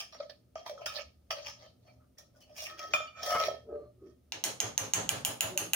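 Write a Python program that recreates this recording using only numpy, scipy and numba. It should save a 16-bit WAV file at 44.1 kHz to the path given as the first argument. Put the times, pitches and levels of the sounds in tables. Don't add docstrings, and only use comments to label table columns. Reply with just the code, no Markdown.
import sys
import numpy as np
from scipy import signal
from scipy.fft import rfft, irfft
from scipy.io import wavfile
from numba import njit

SR = 44100
rng = np.random.default_rng(int(sys.argv[2]) if len(sys.argv) > 2 else 0)


def boost_factor(decibels):
    exponent = np.asarray(decibels, float) / 20
    return 10 ** exponent


def persist_wave(psi):
    counts = np.round(np.clip(psi, -1, 1) * 32767).astype(np.int16)
    wavfile.write(sys.argv[1], SR, np.atleast_2d(counts).T)


N = 253569
T = np.arange(N) / SR
SIDES = np.array([[1], [-1]])
SIZZLE_HZ, STEADY_TOP_HZ, TOP_HZ = 7700, 15900, 16900
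GRIP_EASES_S = 2.66

# (time [s], blow [dB], air [dB], wall [dB], upper wall [dB])
KNOCKS = [(0.128, -43, -27, -4.5, -15), (0.204, -25, -9, -6.5, -44), (0.297, -40.5, -2, -19, -5.5),
          (0.556, -27, -1, -13, -17), (0.664, -32.5, -19, -7, -2.5), (0.696, -30.5, -1.5, -32, -5),
          (0.729, -37.5, -1, -37, -20), (0.777, -33.5, -9, -2, -44.5), (0.819, -35.5, -6, -3, -41),
          (0.862, -26.5, -7, -19, 2.5), (0.991, -33, -8, -45, -23), (1.307, -16.5, -18.5, -8.5, -6.5),
          (2.187, -61, -8, -43, -20), (2.297, -64, -1.5, -4, -21), (2.563, -47, -8, -45, -19),
          (2.937, -8, -9, 0.5, -50), (2.962, -24, -33, -18, -26), (3.003, -25, -2.5, -1, -34),
          (3.021, -43, -4, -20, -32), (3.484, -17, -8.5, -28, -22)]
# (time [s], blow [dB], rim pitch [Hz], sharpness [dB], thump [dB])
RAPS = [
    (4.3215, -26.5, 6050, -28, -11.5),
    (4.439, -17.5, 6420, -13.5, -26),
    (4.6024, -14, 6580, -20, -12),
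    (4.778, -13, 6420, -18, -11),
    (4.936, -9.5, 6530, -21, -10.5),
    (5.0912, -9.5, 6780, -19, -12),
    (5.2492, -15, 6810, -13, -11.5),
    (5.4077, -13, 6940, -12.5, -10),
    (5.5758, -17.5, 6720, -11, -12),
    (5.7338, -8, 6400, -14, -16.5),
]
# (body pitch [Hz], body [dB], middle [dB], rim [dB], rim echo [dB])
RAP_SHAPE = [
    (2900, -20, -13.5, -22, 1.5),
    (3100, -24.5, -17, -18.5, 0.5),
    (3100, -25, -18.5, -17, -0.5),
    (3010, -28, -16.5, -15, -2.5),
    (3010, -27.5, -18.5, -19.5, -0.5),
    (3020, -21.5, -19.5, -19.5, -5.5),
    (3020, -20, -20, -19, 0.5),
    (2900, -19.5, -19, -19, -0.5),
    (2800, -17, -17.5, -15.5, -0.5),
    (2830, -21.5, -23.5, -26, 0.5),
]


def level(x, db):
    return x * boost_factor(db) / np.sqrt(np.mean(x ** 2))


def colour(x, table):
    hz, db = np.transpose(table)
    f = np.maximum(np.fft.rfftfreq(x.shape[-1], 1 / SR), 1)
    gain = boost_factor(np.interp(np.log(f), np.log(hz), db))
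    return irfft(rfft(x) * gain, x.shape[-1])


def band(x, lo_hz, hi_hz):
    return signal.sosfilt(signal.butter(2, [lo_hz, min(hi_hz, .45 * SR)], "band", fs=SR, output="sos"), x)


def dip(x, hz, width_hz, depth):
    return x - depth * signal.lfilter(*signal.iirpeak(hz, hz / width_hz, SR), x)


def pan(db):
    return boost_factor(np.outer([.5, -.5], db))


def walk(rate, db):
    return np.interp(T, np.arange(400) / rate, boost_factor(db * rng.standard_normal(400)))


@njit
def ring(x, hz, t60):
    y, z, r = np.empty(len(x), np.complex128), 0j, np.exp(-np.log(1000) / (t60 * SR))
    for i in range(len(x)):
        z = z * r * np.exp(2j * np.pi * hz[i] / SR) + x[i] + 1e-18
        y[i] = z
    return y


def swell(x, hz, t60):
    return ring(ring(x, hz, t60).imag, hz, t60) / (t60 * SR / 9)


def ports(z, hz, skew_s, turn=None):
    chance = np.pi * hz * skew_s * rng.standard_normal()
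    turn = chance if turn is None else turn
    return np.cos(turn) * z.imag + np.sin(turn) * z.real * SIDES


def modes(x, table, skew_s=1e-4, patchy_db=0., turn=None):
    out = 0
    for hz, db, t60 in table:
        pole = np.exp(2j * np.pi * hz / SR - np.log(1000) / (t60 * SR))
        drive = x * walk(11, patchy_db) + 1e-18
        out = out + ports(signal.lfilter([boost_factor(db)], [1, -pole], drive), hz, skew_s, turn)
    return out


def blows(times, db):
    x = np.zeros(N)
    x[np.minimum((times * SR).astype(int), N - 1)] = boost_factor(db)
    return x


def fade(x, tau_s):
    return signal.lfilter([1], [1, -np.exp(-1 / (tau_s * SR))], x)


def bursts(times, db, hz, length_s):
    z, t = np.zeros(N + SR, complex), np.arange(int(length_s * SR)) / SR
    shape = np.sin(np.pi * t / length_s) ** 0.76
    for s, gain, f in zip(times, boost_factor(db), hz):
        start = int(s * SR)
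        z[start:start + len(t)] += gain * shape * np.exp(2j * np.pi * f * t)
    return z[:N]


def swells(s, hold_s, db, rise_db_s, fall_db_s):
    t = np.arange(0, T[-1], .001)[:, None]
    rise = rise_db_s * np.maximum(s - t, 0)
    fall = fall_db_s * np.maximum(t - s - hold_s, 0)
    return np.interp(T, t[:, 0], 20 * np.log10(boost_factor(db - rise - fall).sum(axis=1) + 1e-6))


def grit(rate, scatter_db, patchy_db=3.0):
    slips = (rng.random(N) < rate / SR) * rng.standard_normal(N)
    slips = slips * boost_factor(scatter_db * rng.exponential(size=N))
    return level(slips * walk(65, patchy_db), 0)


def can():
    # (time [s], air pitch [Hz], left minus right [dB], mouth towards the phone [dB])
    mouth = [(0.0, 693, 0, -2.5), (.2, 591, 0.5, -14.5), (.5, 582, -21, 48), (.56, 649, 0.5, -6.5),
             (.66, 694, -2.5, -2.5), (.74, 533, 2, 0), (.86, 629, 0.5, -7), (1.03, 591, -7.5, -5.5),
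             (1.3, 666, -1, -3), (1.37, 585, 4, -8), (1.8, 640, 0, 4.5), (2.18, 595, 1.5, 23),
             (2.45, 611, 1, 18), (2.63, 623, -1, 8.5), (2.94, 619, 0.5, -4), (3.1, 624, -6, -1.5),
             (3.32, 646, 2.5, -2.5), (3.6, 587.6, -6, 2.5), (4.3, 612, -3.5, 7)]
    s, *columns = np.transpose(mouth)
    air_hz, pan_db, facing_db = (np.interp(T, s, c) for c in columns)
    slip, other = (grit(6000, 2.3) for _ in range(2))
    hiss_db = contact("edge")
    inside = air_column(slip, air_hz) + walls(slip, other, hiss_db) + edge_hiss(slip, other, hiss_db, facing_db)
    return inside * pan(pan_db)


def contact(part):
    # (time [s], hold [s], pressure [dB], air share [dB], wall share [dB])
    skids = [(0.0, 0.0097, -33, -11, -7.5), (.126, 0.022, -42, -1, -1.5), (.203, 0.014, -47, 3, -14),
             (.297, 0.013, -54, 0, -42), (.556, 0.13, -53, 8, -26), (.661, 0.032, -45, -15.5, -38),
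             (.698, 0.02, -59, 24, -36), (.777, 0.039, -58, 22, -10), (.86, 0.0022, -30, -23.5, 4),
             (1.307, 0.013, -33.5, 4, 4), (2.183, 0.0065, -52, 0.5, -1.5), (2.405, 0.023, -58.5, -4, -33),
             (2.937, 0.0041, -28, -0.5, 14), (3.232, 0.034, -38.5, 1, -19), (2.562, 0.024, -72, -20, -21)]
    # (time [s], hold [s], pressure [dB], air share [dB], wall share [dB])
    swipes = [(.82, 0.044, -54, 1, -23), (.94, 0.051, -35.5, -1.5, -5.5), (1.36, 0.04, -45.5, -1, -8),
              (1.465, 0.035, -39.5, -8, -12), (1.6, 0.062, -51.5, 4, -2.5), (1.87, 0.032, -59, 11, -2),
              (1.99, 0.073, -88.5, 27, -2.5), (2.24, 0.0062, -81, 14, -14.5),
              (2.373, 0.0019, -60, 9.5, 3.5), (2.5, 0.0035, -63.5, 17.5, -10),
              (2.575, 0.084, -42, -2.5, -25), (2.7, 0.012, -48, 0, 10.5), (2.795, 0.031, -44, -0.5, -1),
              (2.85, 0.096, -49.5, 1, -15), (3.03, 0.042, -55, 4.5, 8), (3.19, 0.038, -47, 3.5, 10),
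              (3.25, 0.028, -46, 13.5, -4), (3.3, 0.045, -32.5, -6.5, -19), (3.4, 0.07, -35, 5.5, -7),
              (3.49, 0.07, -61.5, 21, -9), (3.55, 0.012, -61, 12, -9), (3.7, 0.024, -87, 26, 16),
              (3.83, 0.048, -88, 17, -13), (4.06, 0.048, -68.5, 7, -9)]
    both = 0
    for table, rise_db_s, fall_db_s in ((skids, 6002.5, 334.5), (swipes, 421, 329)):
        s, hold, db, air, wall = np.transpose(table)
        share = {"edge": 0, "air": air, "wall": wall}[part]
        both = both + boost_factor(swells(s, hold, db + share, rise_db_s, fall_db_s))
    return 20 * np.log10(both)


def air_column(slip, air_hz):
    # (multiple of the air pitch [1], level [dB], t60 [s])
    partials = [(0.899, -40, 0.36), (0.998, -3, 0.11), (1.079, -8, 0.12), (1.18, -28.5, 0.029)]
    # (time [s], peak [dB])
    judders = [(0.207, -28), (0.235, -42), (0.26, -49.5), (0.301, -41.5), (0.563, -38.5), (0.668, -42.5),
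               (0.7, -38), (0.731, -36.5), (0.779, -44.5), (0.795, -48.5), (0.824, -39), (0.844, -58),
               (0.864, -41.5), (0.971, -39), (0.994, -32.5), (1.013, -43), (1.311, -38), (1.332, -42),
               (1.373, -44), (2.797, -46), (2.824, -45.5), (2.837, -42), (2.851, -38), (3.209, -44.5),
               (3.23, -38), (3.24, -40), (3.253, -36.5), (3.266, -34), (3.283, -24.5), (3.3, -27),
               (3.308, -33), (3.321, -22), (3.331, -28), (3.342, -23), (3.352, -36), (3.363, -32.5),
               (3.376, -28), (3.39, -28), (3.404, -24), (3.416, -25.5), (3.427, -32), (3.439, -28.5),
               (3.45, -36.5), (3.458, -50.5), (3.468, -35.5), (3.476, -43.5), (3.487, -19.5),
               (3.504, -32.5), (3.516, -27), (3.529, -50), (3.546, -34.5), (3.569, -43.5)]
    t, db, air, _, _ = np.transpose(KNOCKS)
    drive = band(slip * boost_factor(contact("air") - 31.5) + blows(t, db + air - 4), 485, 1000)
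    hum = 0
    for multiple, gain_db, t60 in partials:
        tone = ring(drive * walk(22, 1.0), multiple * air_hz, t60)
        hum = hum + boost_factor(gain_db) * ports(tone, 650, 0.00038)
    pops = np.array(judders)
    firm, loose = pops[pops[:, 0] < GRIP_EASES_S], pops[pops[:, 0] > GRIP_EASES_S]
    for rows, length_s in ((firm, 0.01403), (loose, .009)):
        when, size = rows.T
        pop = bursts(when - length_s / 2, size - 2.5, np.interp(when, T, air_hz), length_s)
        hum += ports(pop, 600, 0.0001)
    return hum


def walls(slip, other, hiss_db):
    # (frequency [Hz], level [dB], t60 [s])
    main = [(1135, -20, .07), (1236, -11, .15), (1283, -3, .24), (1390, -20, .07)]
    # (frequency [Hz], level [dB], t60 [s])
    second = [(2378, -15, .1), (2422, -9, .12), (3120, -15, .06), (3495, -17, .14), (6890, -18, .06)]
    # (frequency [Hz], level [dB], t60 [s])
    high = [(1827, 4, 0.037), (2030, -15.5, 0.042), (2540, -14.5, 0.085), (3234, -5.5, 0.19),
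            (4610, 0, 0.026), (4820, -11.5, 0.1), (4850, -21.5, 0.083), (5560, -14, 0.067),
            (5360, -5, 0.052), (5600, -4, 0.09), (5600, -10.5, 0.044), (6360, -17, 0.047)]
    t, db, _, wall, upper = np.transpose(KNOCKS)
    wall_db = contact("wall")
    reach = wall - 12.5 + .9 * (db - db.max())
    main_drive = slip * boost_factor(wall_db - 32.5) + blows(t, db + wall - 8.5)
    second_drive = slip * boost_factor(wall_db - 46.5) * walk(4.7, 11) + blows(t, db + reach + 10.5)
    high_drive = slip * boost_factor(hiss_db - 36.0) + blows(t, db + upper - 7.5)
    out = singing(other) + gripped(band(main_drive, 1180, 1550), main, patchy_db=4.5)
    out += gripped(band(second_drive, 2100, 7500), second, patchy_db=6.5)
    return out + gripped(band(high_drive, 510, 9000), high, patchy_db=0.0)


def gripped(x, table, patchy_db):
    firm = T < GRIP_EASES_S
    damped = np.array(table) * [1, 1, 0.26]
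    return modes(x * firm, damped, patchy_db=patchy_db) + modes(x * ~firm, table, patchy_db=patchy_db)


def singing(slip):
    # (time [s], hold [s], pitch [Hz], level
    # [dB])
    sings = [(0.294, 0.011, 1750, -57), (0.293, 0.013, 3117, -72), (0.334, 0.013, 3680, -79),
             (0.554, 0.08, 3210, -69.5), (0.563, 0.034, 4600, -68), (0.556, 0.0065, 1215, -47.5),
             (0.66, 0.0047, 963, -42), (0.86, .012, 1467, -43.5), (.665, 0.047, 2350, -59),
             (.67, 0.055, 3220, -68), (.78, 0.021, 3230, -69), (0.786, 0.041, 1040, -63),
             (.865, 0.021, 1704, -52.5), (0.868, 0.02, 3655, -50), (0.885, 0.13, 2510, -68),
             (0.97, 0.02, 1763, -48), (1.308, 0.025, 4610, -48), (1.31, 0.021, 5810, -47.5),
             (1.321, 0.017, 2950, -62), (1.308, 0.024, 2010, -57), (1.441, 0.054, 4560, -57),
             (1.461, 0.035, 5230, -55), (1.452, 0.047, 882, -58.5), (1.593, 0.043, 4610, -68),
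             (1.63, 0.055, 3100, -68.5), (1.855, 0.057, 4410, -76.5), (1.878, 0.023, 2347, -66),
             (2.17, 0.044, 1860, -70), (2.346, 0.022, 1465, -71.5), (2.565, 0.096, 5540, -55.5),
             (2.573, 0.054, 2835, -55), (2.665, 0.067, 1840, -61), (2.796, 0.051, 1882, -56),
             (2.774, 0.032, 3290, -60.5), (2.933, 0.026, 5200, -63.5), (3.067, 0.013, 4550, -58.5),
             (3.07, 0.019, 2900, -55.5), (3.303, 0.051, 2945, -46.5), (3.309, 0.074, 2160, -45.5),
             (3.316, 0.031, 1740, -48.5), (3.404, 0.024, 2150, -45.5), (3.42, 0.04, 2440, -49),
             (3.492, 0.11, 1800, -67), (3.7, 0.066, 1583, -77),
             (.001, 0.052, 5140, -55), (0.122, 0.042, 5560, -60), (.865, 0.027, 5110, -44.5),
                (1.998, .05, 1290, -73.5), (2.175, 0.036, 5640, -64), (2.409, 0.031, 3010, -66),
                (2.412, 0.033, 4420, -69), (2.942, 0.033, 6890, -53.5), (2.945, 0.056, 3550, -45.5),
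                (3.294, 0.037, 4500, -53.5), (3.296, .05, 5420, -54), (3.397, 0.1, 5600, -50.5),
                (3.73, 0.15, 4210, -85.5), (3.714, 0.15, 1205, -67.5), (3.766, 0.06, 331, -61),
                (3.992, .13, 1266, -77)]
    # (time [s], hold [s], pitch [Hz], level [dB])
    bowings = [
        (2.936, .012, 1283, -29),
        (3.15, .05, 1283, -53),
        (3.265, .025, 1283, -42),
        (3.295, .02, 1283, -36),
        (3.322, .055, 1283, -31),
        (3.394, .035, 1283, -32),
        (3.485, .02, 1283, -43),
        (3.69, .07, 1283, -65),
    ]
    rise_s, t60_s, bowed_t60_s = 0.0051, 0.08, .3
    turn = 0.33
    brief = sings
    out = np.zeros((2, N))
    for k, (s, hold, hz, db) in enumerate(brief + bowings):
        bowed = k >= len(brief)
        r = np.exp(-np.log(1000) / ((bowed_t60_s if bowed else t60_s) * SR))
        span = slice(int(max(s, 0) * SR), int((s + hold + t60_s) * SR))
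        t = T[span] - s
        drive = slip[0 if bowed else span.start:span.stop]
        z = signal.lfilter([np.sqrt(1 - r * r)], [1, -r * np.exp(2j * np.pi * hz / SR)], drive)[-len(t):]
        z = z / (np.abs(z) + 1e-9) ** (1 if bowed else .7)
        shape = np.clip(t / rise_s, 0, 1) * boost_factor(db - 60 * np.maximum(t - hold, 0) / t60_s)
        sign = 1 if bowed else (-1) ** k
        out[:, span] += ports(z * shape * np.sqrt(2) / np.cos(turn), hz, 0, turn * sign)
    return out


def edge_hiss(slip, other, hiss_db, facing_db):
    # (frequency [Hz], density [dB per Hz])
    spectrum = [(470, -58), (800, -5.5), (1000, -14.5), (1260, -5.5), (1450, -51.5), (2150, -9.5),
                (3940, -15), (5350, -10), (7340, -26), (8020, -37), (8870, -33.5), (13600, -42),
                (15100, -28.5), (15900, -31.5), (16500, -61)]
    # (time [s], peak [dB])
    ticks = [(3.2138, -39), (3.2328, -31.5), (3.2493, -32), (3.2647, -33), (3.2952, -28), (3.3066, -19),
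             (3.4014, -19), (3.4134, -17), (3.4254, -22), (3.4373, -16), (2.5628, -42.5), (2.5783, -41),
             (2.6232, -40.5), (2.6995, -37.5), (2.7853, -44.5), (2.7928, -29.5), (2.8287, -45),
             (2.909, -43.5), (0.5553, -44), (0.6616, -39.5), (0.698, -37), (0.7833, -46.5), (0.8197, -49.5),
             (0.8604, -23), (0.9576, -42), (1.3084, -20), (1.4475, -42), (1.4685, -32)]
    t, db, _, _, upper = np.transpose(KNOCKS)
    sizzle_db = -59.5 + 1.75 * (hiss_db + 41) + facing_db
    edge = level(colour(np.array([slip + 1.03 * other, slip - 1.2 * other]), spectrum), 0)
    tick_s, tick_db = np.transpose(ticks)
    crack = fade(blows(t, db + upper - 12.0), 0.0091) + fade(blows(tick_s, tick_db - 6), 0.0028)
    patches = 0
    for lo in 1400 * 1.519 ** np.arange(4):
        patches = patches + band(edge, lo, 1.606 * lo) * walk(30, 4.65)
    sizzle = band(edge, SIZZLE_HZ, STEADY_TOP_HZ) * walk(17, 2.8)
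    return patches * (boost_factor(hiss_db - 5.5) + crack) + sizzle * (boost_factor(sizzle_db + 21.5) + .3 * crack)


def paste():
    # (time [s], hold [s], pitch [Hz], groan [dB], air share [dB])
    drags = [
        (2.673, 0.11, 322, -62.5, -16),
        (2.913, .005, 377, -50, -20),
        (3.28, 0.053, 476, -61.5, 19),
        (3.425, 0.067, 420, -48.5, 5),
        (3.702, 0.026, 442, -42, 6),
        (3.752, 0.075, 440, -51.5, 6),
        (4.026, 0.039, 372, -52.5, -19.5),
        (5.53, 0.0022, 372, -46.5, 6),
        (5.605, 0.024, 312, -42, -5),
    ]
    s, hold, hz, db, share = np.transpose(drags)
    pull = grit(9000, 0.66, 0.94)
    groan_db, air_db = (swells(s, hold, d, 379.5, 237) for d in (db, db + share))
    hz, low = np.interp(T, s, hz), pull * boost_factor(groan_db - 19.5)
    groan = ring(band(low, 320, 550), hz, 0.058)
    groan = groan + boost_factor(-28.0) * ring(band(low, 1100, 1600), 3 * hz, 0.032)
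    air = ring(band(pull * boost_factor(air_db - 30.0), 310, 770), 581 * walk(14, .15), .17)
    return ports(groan, 400, 0.000067) + ports(air, 581, 0.00017)


def rim_clack():
    # (frequency [Hz], level [dB], t60 [s])
    low_modes = [(877, -10, 0.028), (3930, 1, 0.0035), (5290, -6, 0.004)]
    # (frequency [Hz], level [dB], t60 [s])
    high_modes = [(7700, -20, 0.0066), (9100, 8.5, 0.0057), (11020, 2, 0.0096), (14400, 6, 0.016)]
    t, db, high_hz, sharp, _ = np.transpose(RAPS)
    low_hz, low, between, high, echo = np.transpose(RAP_SHAPE)
    contact_s = .0022
    body_turn, rim_turn, mode_turn = 0.77, 0.56, .75
    clack = ports(bursts(t, db + low + 18.0, low_hz, contact_s), 0, 0, body_turn)
    clack += ports(bursts(t, db + high + 18.5, high_hz, contact_s), 0, 0, rim_turn)
    middle = band(blows(t, db + between + 14), 960, 10630)
    clack += modes(middle, low_modes, patchy_db=3.0, turn=mode_turn)
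    top = band(blows(t, db + sharp + 0.5), SIZZLE_HZ, TOP_HZ)
    clack += modes(top, high_modes, patchy_db=2.0, turn=mode_turn) * pan(4)
    clack = clack * pan(-5)
    return clack, clack[1] * boost_factor(np.interp(T, t, echo))


def rap_jolt():
    # (frequency [Hz], density [dB per Hz])
    spectrum = [(35, -49), (60, 5), (103, -2.5), (140, -1), (334, -9), (453, -4.5), (742, -5.5),
                (2970, -18.5), (5220, -16.5), (6450, -10), (7600, -13.5), (12700, -16), (13200, -18),
                (14300, -27), (15400, -9.5), (16500, -56)]
    t, db, _, sharp, _ = np.transpose(RAPS)
    _, _, between, high, echo = np.transpose(RAP_SHAPE)
    rattle = level(colour(rng.standard_normal(N), spectrum), 0)
    jolt = band(rattle, 208, 3100) * fade(blows(t, db - 21.5), 0.032)
    jolt += band(rattle, 1490, 3730) * fade(blows(t, db + between - 5.0), 0.022)
    jolt += band(rattle, 4220, SIZZLE_HZ) * fade(blows(t, db + high + echo + 15.0), 0.00067)
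    jolt = jolt * walk(11, 1)
    return jolt + band(rattle, SIZZLE_HZ, STEADY_TOP_HZ) * fade(blows(t, db + sharp + 3.0), 0.0044)


def arm_thump():
    t, db, _, _, thump = np.transpose(RAPS)
    push = signal.lfilter(np.hanning(200) / 110, [1], blows(t + 0.02824, db + thump))
    stove, pot = (swell(push, np.full(N, hz), t60).imag for hz, t60 in ((108., 0.098), (235., 0.31)))
    return stove + boost_factor(-11.0) * pot


def room(x, like=0.94):
    # (frequency [Hz], t60 [s], build-up [s])
    decays = [(103, 0.72, 0.0088), (300, 0.22, 0.019), (796, 0.29, 0.009), (1980, 0.24, 0.00047),
              (5540, 0.33, 0.00019), (12500, 0.21, 0.00067)]
    t = T[:SR // 2]
    hz, t60, rise = np.transpose(decays)
    tail = 0
    for f in 60 * 2. ** np.arange(9):
        decay, build = (np.interp(np.log(f), np.log(hz), c) for c in (t60, rise))
        mid, side = band(rng.standard_normal((2, len(t))), f / np.sqrt(2), f * np.sqrt(2))
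        pair = mid + np.clip(like * np.log2(f / 50) / 3, 0, 1) * side * SIDES
        tail = tail + pair * boost_factor(-60 * t / decay) * (1 - np.exp(-(t / build) ** 2))
    return signal.fftconvolve(x[None], tail / np.sqrt(np.sum(tail ** 2) / 2), axes=1)[:, :N]


def kitchen():
    # (frequency [Hz], density [dB per Hz])
    spectrum = [(18, -54.5), (30, -3), (107, -2), (506, -14.5), (593, -14), (904, -28.5), (1120, -32),
                (1240, -23), (1450, -32.5), (5590, -34), (7880, -35.5), (9480, -34), (13400, -40.5),
                (15200, -29.5), (16500, -60.5)]
    # (time [s], hold [s], rumble [dB], hum share [dB])
    shudders = [
        (0.147, 0.057, -89, -14),
        (1.014, 0.28, -64.5, -36.5),
        (1.658, 0.019, -82, -1),
        (1.957, 0.031, -65.5, -8.5),
        (2.927, 0.14, -70, -3),
        (3.242, 0.44, -77, 5.5),
        (3.695, 0.14, -64, -8),
        (4.037, 0.063, -64, -2.5),
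    ]
    s, hold, db, share = np.transpose(shudders)
    mid, side = colour(rng.standard_normal((2, N)), spectrum)
    side = band(side, 200, TOP_HZ) + .3 * band(side, 20, 50)
    floor = level(mid + 0.8 * side * SIDES, -68.5) * walk(4.8, 0.41)
    rumble = level(modes(band(rng.standard_normal(N), 55, 95), [(74.5, 0, .4)]), 0)
    hum_modes = [(118.7, 1.5, 0.47), (187, -2.5, 0.19), (203, -10.0, 0.31), (251.0, 0.5, 0.22)]
    hum = level(modes(band(rng.standard_normal(N), 63, 360), hum_modes, 0.00024), 0)
    rumble *= boost_factor(-71.5) + boost_factor(swells(s, hold, db, 150, 130))
    return floor + rumble + hum * (boost_factor(-70.5) + boost_factor(swells(s, hold, db + share, 150, 140)))


def scene():
    inside = can() + paste()
    clack, sent = rim_clack()
    jolt = rap_jolt()
    wet = room(boost_factor(-6.5) * inside[0] + boost_factor(-5.5) * sent + boost_factor(10.5) * jolt)
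    wet = dip(wet, 13750, 1500, .85)
    wet = wet * pan(-0.5 * (T > RAPS[0][0]))
    steady = inside + boost_factor(-2.0) * band(jolt, 1100, TOP_HZ) + arm_thump() + wet + kitchen()
    return clack + signal.sosfilt(signal.ellip(6, .3, 50, STEADY_TOP_HZ, fs=SR, output="sos"), steady)


@njit
def follow(x, attack, release):
    e, y = 0., np.empty(len(x))
    for i in range(len(x)):
        e += (x[i] - e) * (attack if x[i] > e else release)
        y[i] = e
    return y


def low_pass(x):
    return signal.sosfilt(signal.butter(12, 17110, fs=SR, output="sos"), x)


def record(dry):
    x = dip(dry, 7630, 1500, 0.39)
    x = signal.sosfilt(signal.butter(2, 60, "high", fs=SR, output="sos"), x)
    attack_s, release_s = 0.00027, 0.065
    e = follow(np.abs(x).max(axis=0), 1 / (attack_s * SR), 1 / (release_s * SR))
    x = x * np.minimum(1, boost_factor(-21.0) / (e + 1e-9)) ** 0.44
    x = signal.sosfilt(signal.ellip(8, .2, 70, TOP_HZ, fs=SR, output="sos"), x)
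    return low_pass(x)


dry = scene()
out = record(dry)
persist_wave(out)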